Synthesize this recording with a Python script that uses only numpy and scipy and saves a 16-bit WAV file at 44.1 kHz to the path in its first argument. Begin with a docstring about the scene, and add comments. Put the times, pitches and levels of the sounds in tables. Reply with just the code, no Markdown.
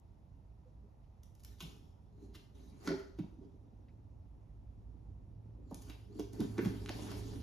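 """Motor oil runs almost silently from a bag-in-box into a plastic jug on a garage workbench, over a ventilation rumble.
First the oil murmurs and a few bubbles ring in it; a rubber glove ticks, strokes the box and knocks it dully.
The spigot then snaps over and sets the jug ringing, and a second pour murmurs. Near the end the low drone swells,
while knocks, rubbing and clicks of the spigot's cap come thick. Noise makes rubs, murmur and air; sines make the rings."""
import sys
import numpy as np
from scipy import signal
from scipy.fft import rfft, irfft
from scipy.io import wavfile
from scipy.ndimage import uniform_filter1d

SR = 44100
rng = np.random.default_rng(int(sys.argv[2]) if len(sys.argv) > 2 else 0)


def dump(signal):
    """Clip the signal to [-1, 1] and save it as 16-bit WAV at the path in sys.argv[1]."""
    limited = np.clip(np.atleast_2d(signal).T, -1, 1)
    pcm = np.round(limited * 32767).astype(np.int16)
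    wavfile.write(sys.argv[1], SR, pcm)


N = 327222
TIME = np.arange(N) / SR
EDGES = 30 * 2 ** np.arange(0, 9.6, .5)   # edges of half-octave bands, in Hz


def from_db(db):
    """Turn decibels into a gain."""
    return 10 ** (np.asarray(db) / 20)


def rms_one(x):
    """Scale a sound to rms 1."""
    return x / np.sqrt(np.mean(x ** 2) + 1e-20)


def at_hz(points, hz):
    """Read a table between its points, with pitch spaced in octaves."""
    freqs, values = np.transpose(points)
    return np.interp(np.log(hz), np.log(freqs), values)


def gains(rows):
    """Turn the dB columns of a table into smoothed gains in time, silent outside it."""
    s, *columns = np.transpose(rows)
    levels = [np.interp(TIME, s, column, left=-140, right=-140) for column in columns]
    return [uniform_filter1d(from_db(level), size=500) for level in levels]


def band(x, low_hz, high_hz):
    """Keep only the part of a sound between two pitches."""
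    limits = [low_hz, min(high_hz, .48 * SR)]
    return signal.sosfilt(signal.butter(2, limits, "band", fs=SR, output="sos"), x + 1e-18)


def drift(rate_hz):
    """Wander slowly by chance with spread 1: noise smoothed at a fortieth of the sample rate."""
    r = np.exp(-80 * np.pi * rate_hz / SR)
    # the first 2000 steps only let the smoothing settle
    slow = signal.lfilter([1], [1, -2 * r, r * r], rng.standard_normal(N // 40 + 2002))[2000:]
    return np.interp(np.arange(N) / 40, np.arange(len(slow)), rms_one(slow))


# how wide the stereo sound is: pitch_hz, side_minus_mid_db
WIDTH = [(60, -13), (250, -7), (650, 0), (1200, 0), (2200, -3), (5500, -4), (8200, -23.5), (10000, -18),
         (11500, -20)]
# which side is louder: pitch_hz, left_minus_right_db
BALANCE = [(120, -3), (350, -1), (1200, -0.1), (4500, 2), (9000, 0)]


def spread(mid, side, hz):
    """Make left and right of one band from what they share (mid) and what differs (side)."""
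    width = from_db(at_hz(WIDTH, hz))
    sides = np.array([[1], [-1]])
    stereo = (mid + sides * width * side) / np.hypot(1, width)
    return stereo * from_db(sides * at_hz(BALANCE, hz) / 2)


def coloured(spectrum, white, patchy_db):
    """Shape two mid-side pairs of noise in half-octave bands that flicker a little; rms 1."""
    out = 0
    for k, (low, high) in enumerate(zip(EDGES, EDGES[1:])):
        hz = np.sqrt(low * high)
        level_db = at_hz(spectrum, hz) + patchy_db * drift(10.5)
        # the pairs take turns, so that neighbouring bands differ
        out = out + spread(*band(white[k % 2], low, high), hz) * from_db(level_db)
    return rms_one(out)


def resonant_noise(peaks):
    """Let noise ring in a few resonances; rms 1."""
    out = 0
    for hz, width, db in peaks:
        mid, side = band(rng.standard_normal((2, N)), hz - width / 2, hz + width / 2)
        out = out + from_db(db) * rms_one(spread(mid, side, hz))
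    return rms_one(out)


def add(track, s, sound):
    """Mix a sound into a track from time s on."""
    start = int(s * SR)
    part = sound[..., :N - start]
    track[..., start:start + part.shape[-1]] += part


def struck(hits, modes, vary_db=0.5, detune=0.017):
    """Each sharp contact rings the modes of a small part, a little differently every time."""
    out, t = np.zeros(N), TIME[:SR // 8]
    for s, db in hits:
        for k, (hz, mode_db, t60) in enumerate(modes):
            strength, bend = rng.standard_normal(2)
            ring = np.sin(2 * np.pi * hz * (1 + detune * bend) * t) * (-1) ** k
            add(out, s, from_db(db + mode_db + vary_db * strength - 60 * t / t60) * ring)
    return out


# colour of the moving air: pitch_hz, relative_level_db
AIR_COLOUR = [(50, -24), (100, -2), (140, -8), (260, -16), (450, -22), (600, -20.5), (880, -22),
              (1250, -37.5), (2800, -43.5), (5800, -48), (11500, -54), (16000, -62)]
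# resonances of the ventilation's rumble: pitch_hz, width_hz, relative_level_db
RUMBLE = [(43.6, 13, -9), (57.2, 7.3, -2.5), (80.7, 23, -5), (138, 98, -10)]
# rise and fall of the rumble, before rumble_db: time_s, relative_level_db
RUMBLE_LEVEL = [(0, -61), (3.2, -60), (3.7, -61.5), (5.2, -54.5), (5.5, -57.5), (6.2, -57.5), (7.42, -51)]
# the drone creeps up and then swells, before drone_db: time_s, relative_level_db
DRONE_LEVEL = [(0, -66), (3.7, -61), (5.4, -52), (6.2, -52.5), (6.5, -41), (7.42, -44.5)]


def shop(air_db=-64.5, rumble_db=3.5, drone_db=-5.0, drone_hz=107, whine_hz=5652, whine_db=-104.0):
    """Moving air and rumble are shaped noise, the drone is a wavering sine, the very faint whine narrow noise."""
    air = from_db(air_db) * coloured(AIR_COLOUR, rng.standard_normal((2, 2, N)), patchy_db=.8)
    rumble_level = np.interp(TIME, *np.transpose(RUMBLE_LEVEL)) + rumble_db
    rumble = from_db(rumble_level) * resonant_noise(RUMBLE)
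    tone = np.sqrt(2) * np.sin(2 * np.pi * np.cumsum(drone_hz + 3.14 * drift(6.0)) / SR)
    drone_level = np.interp(TIME, *np.transpose(DRONE_LEVEL)) + drone_db + 1.8 * drift(23)
    drone = from_db(drone_level) * spread(tone, 0, drone_hz)
    whine = from_db(whine_db) * resonant_noise([(whine_hz, 30, 0)])
    return air + rumble + drone + whine


# how long echoes last in the garage: pitch_hz, time_to_fall_60_db_s
ROOM_T60 = [(150, 0.5), (500, 0.56), (1500, 0.51), (3500, 0.46), (7000, 0.52), (13000, 0.5)]
# how loud the echoes are: pitch_hz, echo_level_db
ROOM_DB = [(150, -11), (400, -3.5), (1000, -2.5), (2500, 6), (4000, 0.5), (6500, 0), (12000, -4)]


def garage(x):
    """Diffuse echoes build up within milliseconds and die away band by band."""
    t, response = TIME[:SR * 3 // 4], 0
    for low, high in zip(EDGES, EDGES[1:]):
        hz = np.sqrt(low * high)
        fade = from_db(-60 * t / at_hz(ROOM_T60, hz)) * (1 - np.exp(-t / 0.00078))
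        tail = rms_one(spread(*band(rng.standard_normal((2, len(t))), low, high), hz) * fade)
        # a wider band carries a larger share of the echo
        share = np.sqrt(2 * (high - low) / SR / len(t))
        response = response + tail * from_db(at_hz(ROOM_DB, hz)) * share
    return signal.fftconvolve(np.broadcast_to(x, (2, N)), response, axes=1)[:, :N]


# oil running into the jug, one list a pour: time_s, level_db
POURS = [
    [(0, -76), (.45, -90), (.7, -76.5), (1.15, -98)],
    [(3.3, -70.5), (3.7, -68.5), (4.3, -71.5), (5.2, -69), (5.68, -61.5)],
]
# resonances of the hollow of the jug: pitch_hz, width_hz, relative_level_db
HOLLOW = [(256, 113, 1), (397, 36, -11), (485, 57, -15.5)]


def oil(waver_db=3.0):
    """The thick stream does not splash: it only makes the hollow of the jug murmur."""
    flow, = np.sum([gains(pour) for pour in POURS], axis=0)
    return flow * from_db(waver_db * drift(24)) * resonant_noise(HOLLOW)


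# bubbles and glugs of air folded into the oil: start_s, level_db, pitch_hz
BUBBLES = [(0.336, -68, 268), (.655, -62.5, 492), (0.796, -64, 200), (0.832, -66.5, 397)]


def bubbles(cycles=5.6, rise=0.023):
    """Each bubble rings for a few cycles in the thick oil, rising slightly in pitch."""
    out, t = np.zeros(N), TIME[:SR // 4]
    for s, db, hz in BUBBLES:
        age = t * hz / cycles
        ring = np.sin(2 * np.pi * hz * t * (1 + rise * np.tanh(age)))
        add(out, s, from_db(db) * age * np.exp(1 - age) * ring)
    return out


# bubbles burst at the surface, before level_db of the function: start_s, relative_level_db, pitch_hz
POPS = [(1.039, -76, 2970), (3.883, -65.5, 2170), (3.885, -78, 4200)]


def pops(level_db=-5.0, decay_s=0.011, width=1.2):
    """The oily skin of a bubble tears with a tiny tick of fading noise."""
    out, t = np.zeros(N), TIME[:SR // 20]
    for (s, db, hz), grit in zip(POPS, rng.standard_normal((len(POPS), len(t)))):
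        # the band reaches the ratio "width" to either side of the pitch
        tear = rms_one(band(grit, hz / width, hz * width))
        add(out, s, from_db(db + level_db) * tear * np.exp(-t / decay_s))
    return out


# taps of the top flap of the box: start_s, level_db
FLAP_TAPS = [(1.605, -48.5), (1.609, -50), (1.6135, -55)]
# ring of the flap: pitch_hz, relative_level_db, time_to_fall_60_db_s
FLAP = [(1095, -0.5, 0.023), (1480, -7, 0.022), (2520, -3.5, .014), (2890, 1.5, 0.019), (3580, 4, 0.011),
        (6600, 4.5, 0.0035)]


def flap():
    """The top flap of the box chatters as the hand lets go: each tap rings its short modes."""
    return struck(FLAP_TAPS, FLAP)


# clicks of the spigot's plastic cap: start_s, level_db
CAP_SNAPS = [(6.5812, -44), (6.8607, -40), (6.8785, -48.5), (6.888, -42), (6.8927, -32.5), (6.8938, -45)]
# ring of the cap: pitch_hz, relative_level_db, time_to_fall_60_db_s
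CAP = [(1380, 2.5, 0.0038), (2810, 4.5, 0.0025), (4070, -3, 0.0058), (6360, -3.5, 0.0022),
       (11100, -7, 0.001)]


def cap():
    """The plastic cap clicks under the fingers: each snap rings its very short modes."""
    return struck(CAP_SNAPS, CAP)


# slips of the spigot as it snaps over: start_s, push_on_jug_db, click_db
SLIPS = [(2.8745, -38.5, -35.5), (2.8895, -45.5, -39), (2.9027, -34.5, -52), (2.917, -47, -43),
         (2.931, -57, -61)]
# ring of the valve in the spigot: pitch_hz, relative_level_db, time_to_fall_60_db_s
VALVE = [(1010, -12, 0.054), (1380, 0.5, 0.023), (1478, -1.5, 0.022), (1970, -9.5, 0.012),
         (4320, -2.5, 0.0073), (5100, -6, 0.011), (5500, -7, 0.0088)]
# ring of the jug: pitch_hz, relative_level_db, time_to_fall_60_db_s
JUG = [(165, -2, 0.11), (283, -6, 0.11), (309, -8, 0.1), (390.6, 6, 0.12), (410, -4, 0.11), (537, -6, 0.1),
       (635, -8, 0.1)]


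def spigot(bend=0.0121, bend_rate_hz=14):
    """Each slip clicks in the valve and pushes the jug's low modes further; they bend as the hand squeezes its wall."""
    out, t = struck([(s, click_db) for s, _, click_db in SLIPS], VALVE), TIME[:SR // 2]
    for hz, mode_db, t60 in JUG:
        swing = np.zeros(N)
        for s, push_db, _ in SLIPS:
            level_db = push_db + mode_db + rng.normal(0, 1.0)
            add(swing, s, from_db(level_db - 60 * t / t60) * (1 - np.exp(-t * hz)))
        turn = 2 * np.pi * np.cumsum(hz * (1 + bend * drift(bend_rate_hz))) / SR
        out += swing * np.sin(turn)
    return out


def slip_burst(events, level_db=-9.5, crisp_db=8.5, broad_db=-5.5, ring_db=-0.5, creep_db=-9.5, grain_db=4.0):
    """A surface creeps, then lets go in a burst of tiny slips, heard in four bands of noise."""
    out, lead = np.zeros(N), .04   # the creep starts this many seconds early
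    t = TIME[:SR // 8] - lead
    for s, db, hz, hollow_db, event_crisp_db, decay in events:
        sizes, *grit = rng.standard_normal((5, len(t)))
        # from_hz, to_hz, relative_level_db
        parts = [(950, 1800, hollow_db), (hz / np.sqrt(2), hz * np.sqrt(2), ring_db),
                 (2500, 7600, broad_db), (8000, 15500, event_crisp_db + crisp_db)]
        slips = np.where(t < 0, from_db(creep_db), 1) * np.exp(-np.abs(t) / decay)
        slips = slips * from_db(grain_db * rms_one(uniform_filter1d(sizes, size=40)))
        for white, (low, high, part_db) in zip(grit, parts):
            # narrow bands are lifted to make up for their width
            noise = band(white * slips, low, high) * np.sqrt(SR / 2 / abs(high - low))
            add(out, s - lead, from_db(db + level_db + part_db) * noise)
    return out


# the rubber glove comes unstuck: time_s, relative_level_db, decay_s
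GLOVE_TICKS = [(1.233, -54.5, 0.0021), (1.3518, -56, 0.0016), (1.397, -65.5, 0.0099),
               (1.436, -47.5, 0.0014), (1.4482, -42.5, 0.0014), (5.7104, -57, 0.0034),
               (5.7447, -41.5, 0.0014), (5.8199, -55, 0.0077), (6.333, -54, 0.004), (6.405, -46, 0.0035)]


def glove_ticks(pitch_hz=6800, hollow_db=-16, crisp_db=-9):
    """Rubber lets go with a crisp tick, with little of the hollow band."""
    return slip_burst([(s, db, pitch_hz, hollow_db, crisp_db, decay) for s, db, decay in GLOVE_TICKS])


# cardboard and plastic scuff under the hand: time_s, relative_level_db, pitch_hz, hollow_part_db, decay_s
SCUFFS = [(1.6054, -42, 3850, -10.5, 0.0067), (1.624, -47.5, 3750, -17, 0.0075),
          (2.3513, -47, 3530, -6, 0.0076), (2.8747, -39.5, 4200, 6, 0.0055),
          (2.8898, -43.5, 4350, 5.5, 0.0036), (2.996, -52, 2360, -5, 0.0059),
          (3.189, -52, 3140, -1.5, 0.0077), (5.897, -50, 3100, -3, 0.0085),
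          (6.1949, -45.5, 4400, -8, 0.0066), (6.391, -54.5, 4530, -2, .003),
          (6.4029, -42.5, 4180, -8, 0.0051), (6.41, -46, 4400, 2, 0.0019), (6.58, -45, 4030, 5, 0.0056),
          (6.59, -44, 2210, 9, 0.0025), (6.65, -44, 2360, -2, 0.0045), (6.658, -44, 5270, -3, 0.0044),
          (6.8945, -41, 3320, -6, 0.0024), (7.116, -41, 2100, 0, 0.0031)]


def scuffs(crisp_db=-17.5, crisp_loss=0.45):
    """Cardboard and plastic let go more hollowly; the hollower a scuff, the less crisp (dB per dB)."""
    return slip_burst([(s, db, hz, hollow_db, crisp_db - crisp_loss * hollow_db, decay)
                       for s, db, hz, hollow_db, decay in SCUFFS])


def grip(s, attack, release, curve=3):
    """A stroke tightens ever faster up to its firmest grip, then relaxes."""
    tighten = np.clip(1 + (TIME - s) / attack, 0, 1) ** curve
    return tighten * np.exp(-np.clip((TIME - s) / release, 0, 20))


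# strokes of the glove over box and spigot:
# firmest_grip_s, friction_hiss_db, shudder_of_box_db, attack_s, release_s, rasp_pitch_hz
STROKES = [(1.53, -69.5, -66.5, 0.23, 0.058, 3850), (1.68, -67.5, -58, 0.18, 0.14, 3344),
           (2.24, -74.5, -55.5, 0.22, 0.12, 4115), (2.555, -70, -60.5, 0.037, 0.4, 3750),
           (2.78, -72, -62, 0.4, 0.045, 4400), (2.871, -53, -50, 0.15, 0.023, 4500),
           (2.93, -66.5, -53, 0.034, .06, 2997), (3.45, -81, -55, 0.1, 0.036, 2975),
           (5.742, -70.5, -55, 0.178, 0.081, 4520), (5.895, -63, -59.5, 0.25, 0.1, 3022),
           (6.212, -65, -46.5, 0.28, 0.028, 4420), (6.333, -63, -51.5, 0.029, 0.94, 4540),
           (6.438, -60, -40, 0.19, 0.032, 4647), (6.654, -54.5, -38.5, 0.22, 0.1, 4300),
           (6.919, -55, -63, 0.06, 0.16, 2500), (7.11, -51.5, -45.5, 0.72, 0.15, 5183),
           (7.34, -60, -46.5, 0.27, 0.12, 3477)]


def strokes():
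    """Add up the power of all strokes; give the gains in time of hiss and shudder."""
    return np.sqrt(sum((from_db([[hiss_db], [shudder_db]]) * grip(s, attack, release)) ** 2
                       for s, hiss_db, shudder_db, attack, release, _ in STROKES))


# bands in which the rubber rasps: multiple_of_stroke_pitch, level_against_hiss_db
RASP_PARTIALS = [(1, -10), (1.599, -12)]


def rasp(judder_db=3.5, judder_rate_hz=50, wander=0.027, damped_db=-61.0, width_hz=410):
    """Dragging rubber rasps in narrow bands that glide from stroke to stroke; a firm grip damps them."""
    powers = np.array([(from_db(db) * grip(s, attack, release)) ** 2
                       for s, db, _, attack, release, _ in STROKES]) + 1e-20
    # the strongest stroke of the moment counts most for the pitch
    stroke_hz = [hz for *_, hz in STROKES] * np.ones((N, 1))
    pitch = np.average(stroke_hz, axis=1, weights=powers.T) * (1 + wander * drift(8))
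    turn = 2 * np.pi * np.cumsum(pitch) / SR
    hiss, out = np.sqrt(powers.sum(axis=0)), 0
    narrow = signal.butter(2, width_hz / 2, fs=SR, output="sos")
    for ratio, db in RASP_PARTIALS:
        a, b = signal.sosfilt(narrow, rng.standard_normal((2, 2, N)))
        # slow noise is carried up to the gliding pitch
        mid, side = a * np.cos(ratio * turn) + b * np.sin(ratio * turn)
        out = out + from_db(db) * rms_one(spread(mid, side, ratio * pitch.mean()))
    return out * from_db(judder_db * drift(judder_rate_hz)) * hiss / (1 + hiss / from_db(damped_db))


# colour of a firm rub: pitch_hz, relative_level_db
RUB_COLOUR = [(200, -44), (450, -2.5), (850, -3), (1500, -13.5), (2200, -15.5), (3000, -16), (4500, -14.5),
              (6800, -17.5), (12500, -24.5), (16000, -31)]
# resonances of the panels of the box: pitch_hz, width_hz, relative_level_db
BOX = [(212, 80, -1), (278, 35, -1), (337, 65, -8), (404, 36.4, -2)]


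def glove(grain_db=2.0, grains_per_s=2800, firm_db=-78.5, light_hz=3200):
    """Rubber sticks and slips in dense grains; pressed harder, it sounds fuller and shakes the panels of the box."""
    hiss, shudder = strokes()
    shape = (2, 2, N)
    sizes = from_db(grain_db * np.minimum(rng.exponential(1, shape), 4)) * rng.choice([-1, 1], shape)
    grains = sizes * (rng.random(shape) < grains_per_s / SR)
    firm = coloured(RUB_COLOUR, grains, patchy_db=3.0)
    # a light touch mostly stirs the treble
    light = signal.sosfilt(signal.butter(1, light_hz, "high", fs=SR, output="sos"), firm)
    pressure = hiss / (hiss + from_db(firm_db))
    friction = hiss * (pressure * firm + (1 - pressure) * light)
    return friction + shudder * resonant_noise(BOX)


# dull knocks of box and spigot: start_s, relative_level_db, middle_pitch_hz, scuff_db, time_to_give_way_s
KNOCKS = [(1.604, -52, 365, -15, 0.0087), (1.626, -40, 160, -24, 0.0097), (1.65, -41, 149, -27, 0.0071),
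          (2.351, -53, 322, -16, 0.0083), (2.874, -27, 278, -28, 0.0065), (2.903, -31, 340, -15.5, 0.0051),
          (2.928, -31, 384.5, -20.5, 0.015), (3.186, -30.5, 308, -24, 0.0069),
          (3.192, -30.5, 175, -44, 0.01), (3.232, -43, 216, -18.5, 0.0094), (3.385, -42.5, 248, -25, 0.007),
          (3.408, -49, 386, -22, 0.015), (5.711, -50.5, 814, 5.5, 0.0034),
          (5.716, -35.5, 253, -15.5, 0.0075), (5.893, -45.5, 297, -16.5, 0.0057),
          (6.153, -39.5, 280, -33.5, 0.0059), (6.187, -33.5, 305, -16.5, 0.01),
          (6.192, -31, 406.5, -32, 0.0088), (6.395, -25, 312, -21.5, 0.006),
          (6.407, -23, 211, -24.5, 0.0069), (6.444, -32, 236, -38, 0.0071),
          (6.582, -23.5, 323, -17, 0.0057), (6.592, -25.5, 381, -28, 0.0051),
          (6.621, -36.5, 253, -18, 0.011), (6.657, -22, 199, -30, 0.008), (6.8925, -38.5, 333, -4, 0.007),
          (6.986, -39.5, 288, -10.5, 0.0055)]


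def knocks(level_db=-3.0, sag=0.039, scuff_low_hz=390, scuff_top_hz=1000, sway_ratio=0.71, sway_db=-5.0):
    """Cardboard gives way softly: a few cycles swell and die over the slower sway of the box, with a little scuff."""
    out, t = np.zeros(N), TIME[:SR // 6]
    for (s, db, hz, scuff_db, swell), grit in zip(KNOCKS, rng.standard_normal((len(KNOCKS), len(t)))):
        age = t / swell
        # the pitch sags from just above its middle to just below
        pitch = hz * (1 + sag * (2 * np.exp(-age / 2) - 1))
        turn = 2 * np.pi * np.cumsum(pitch) / SR
        flex = np.sin(turn) + from_db(sway_db) * np.sin(sway_ratio * turn)
        # filtered twice for steeper edges
        rough = band(band(grit, scuff_low_hz, scuff_top_hz), scuff_low_hz, scuff_top_hz)
        scuff = from_db(scuff_db) * rms_one(rough)
        add(out, s, from_db(db + level_db) * (age * np.exp(1 - age)) ** 2 * (flex + scuff))
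    return out


def from_bench(x, left_db=-3.0, shade_hz=700):
    """Bring the direct sound to the microphone's two ports: the right one hears more bass."""
    bass = signal.sosfilt(signal.butter(1, shade_hz, fs=SR, output="sos"), x)
    return x + (from_db([[left_db / 2], [-left_db / 2]]) - 1) * bass


def scene(rub_echo_db=-7.0, snap_echo_db=-4.5):
    """Handling at the bench, in the hum of the shop; bubbles and pops stay shut in the jug, without echo."""
    bodies = knocks() + spigot() + flap() + glove_ticks() + scuffs()
    snaps = cap()
    rubbing = glove() + rasp()
    to_walls = bodies + from_db(rub_echo_db) * rubbing.mean(axis=0) + from_db(snap_echo_db) * snaps
    direct = from_bench(bodies + snaps + bubbles() + pops())
    return direct + rubbing + garage(to_walls) + oil() + shop()


# phase between the microphone's channels, opposed in two treble bands: pitch_hz, left_lead_radians
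PORT_PHASE = [(100, .05), (2800, .55), (5200, .7), (7000, -1.1), (7750, -2.9), (8700, -3.35),
              (10500, -6.28), (12700, -6.28), (14200, -9.42)]


def record(dry, cutoff_hz=15900):
    """The microphone turns the phase of one channel against the other; the top is cut steeply."""
    lead = np.interp(np.linspace(0, SR / 2, N // 2 + 1), *np.transpose(PORT_PHASE))
    left = irfft(rfft(dry[0]) * np.exp(1j * lead), N)
    ports = np.array([left, dry[1]])
    return signal.sosfilt(signal.ellip(10, .2, 70, cutoff_hz, fs=SR, output="sos"), ports)


dry = scene()
out = record(dry)
dump(out)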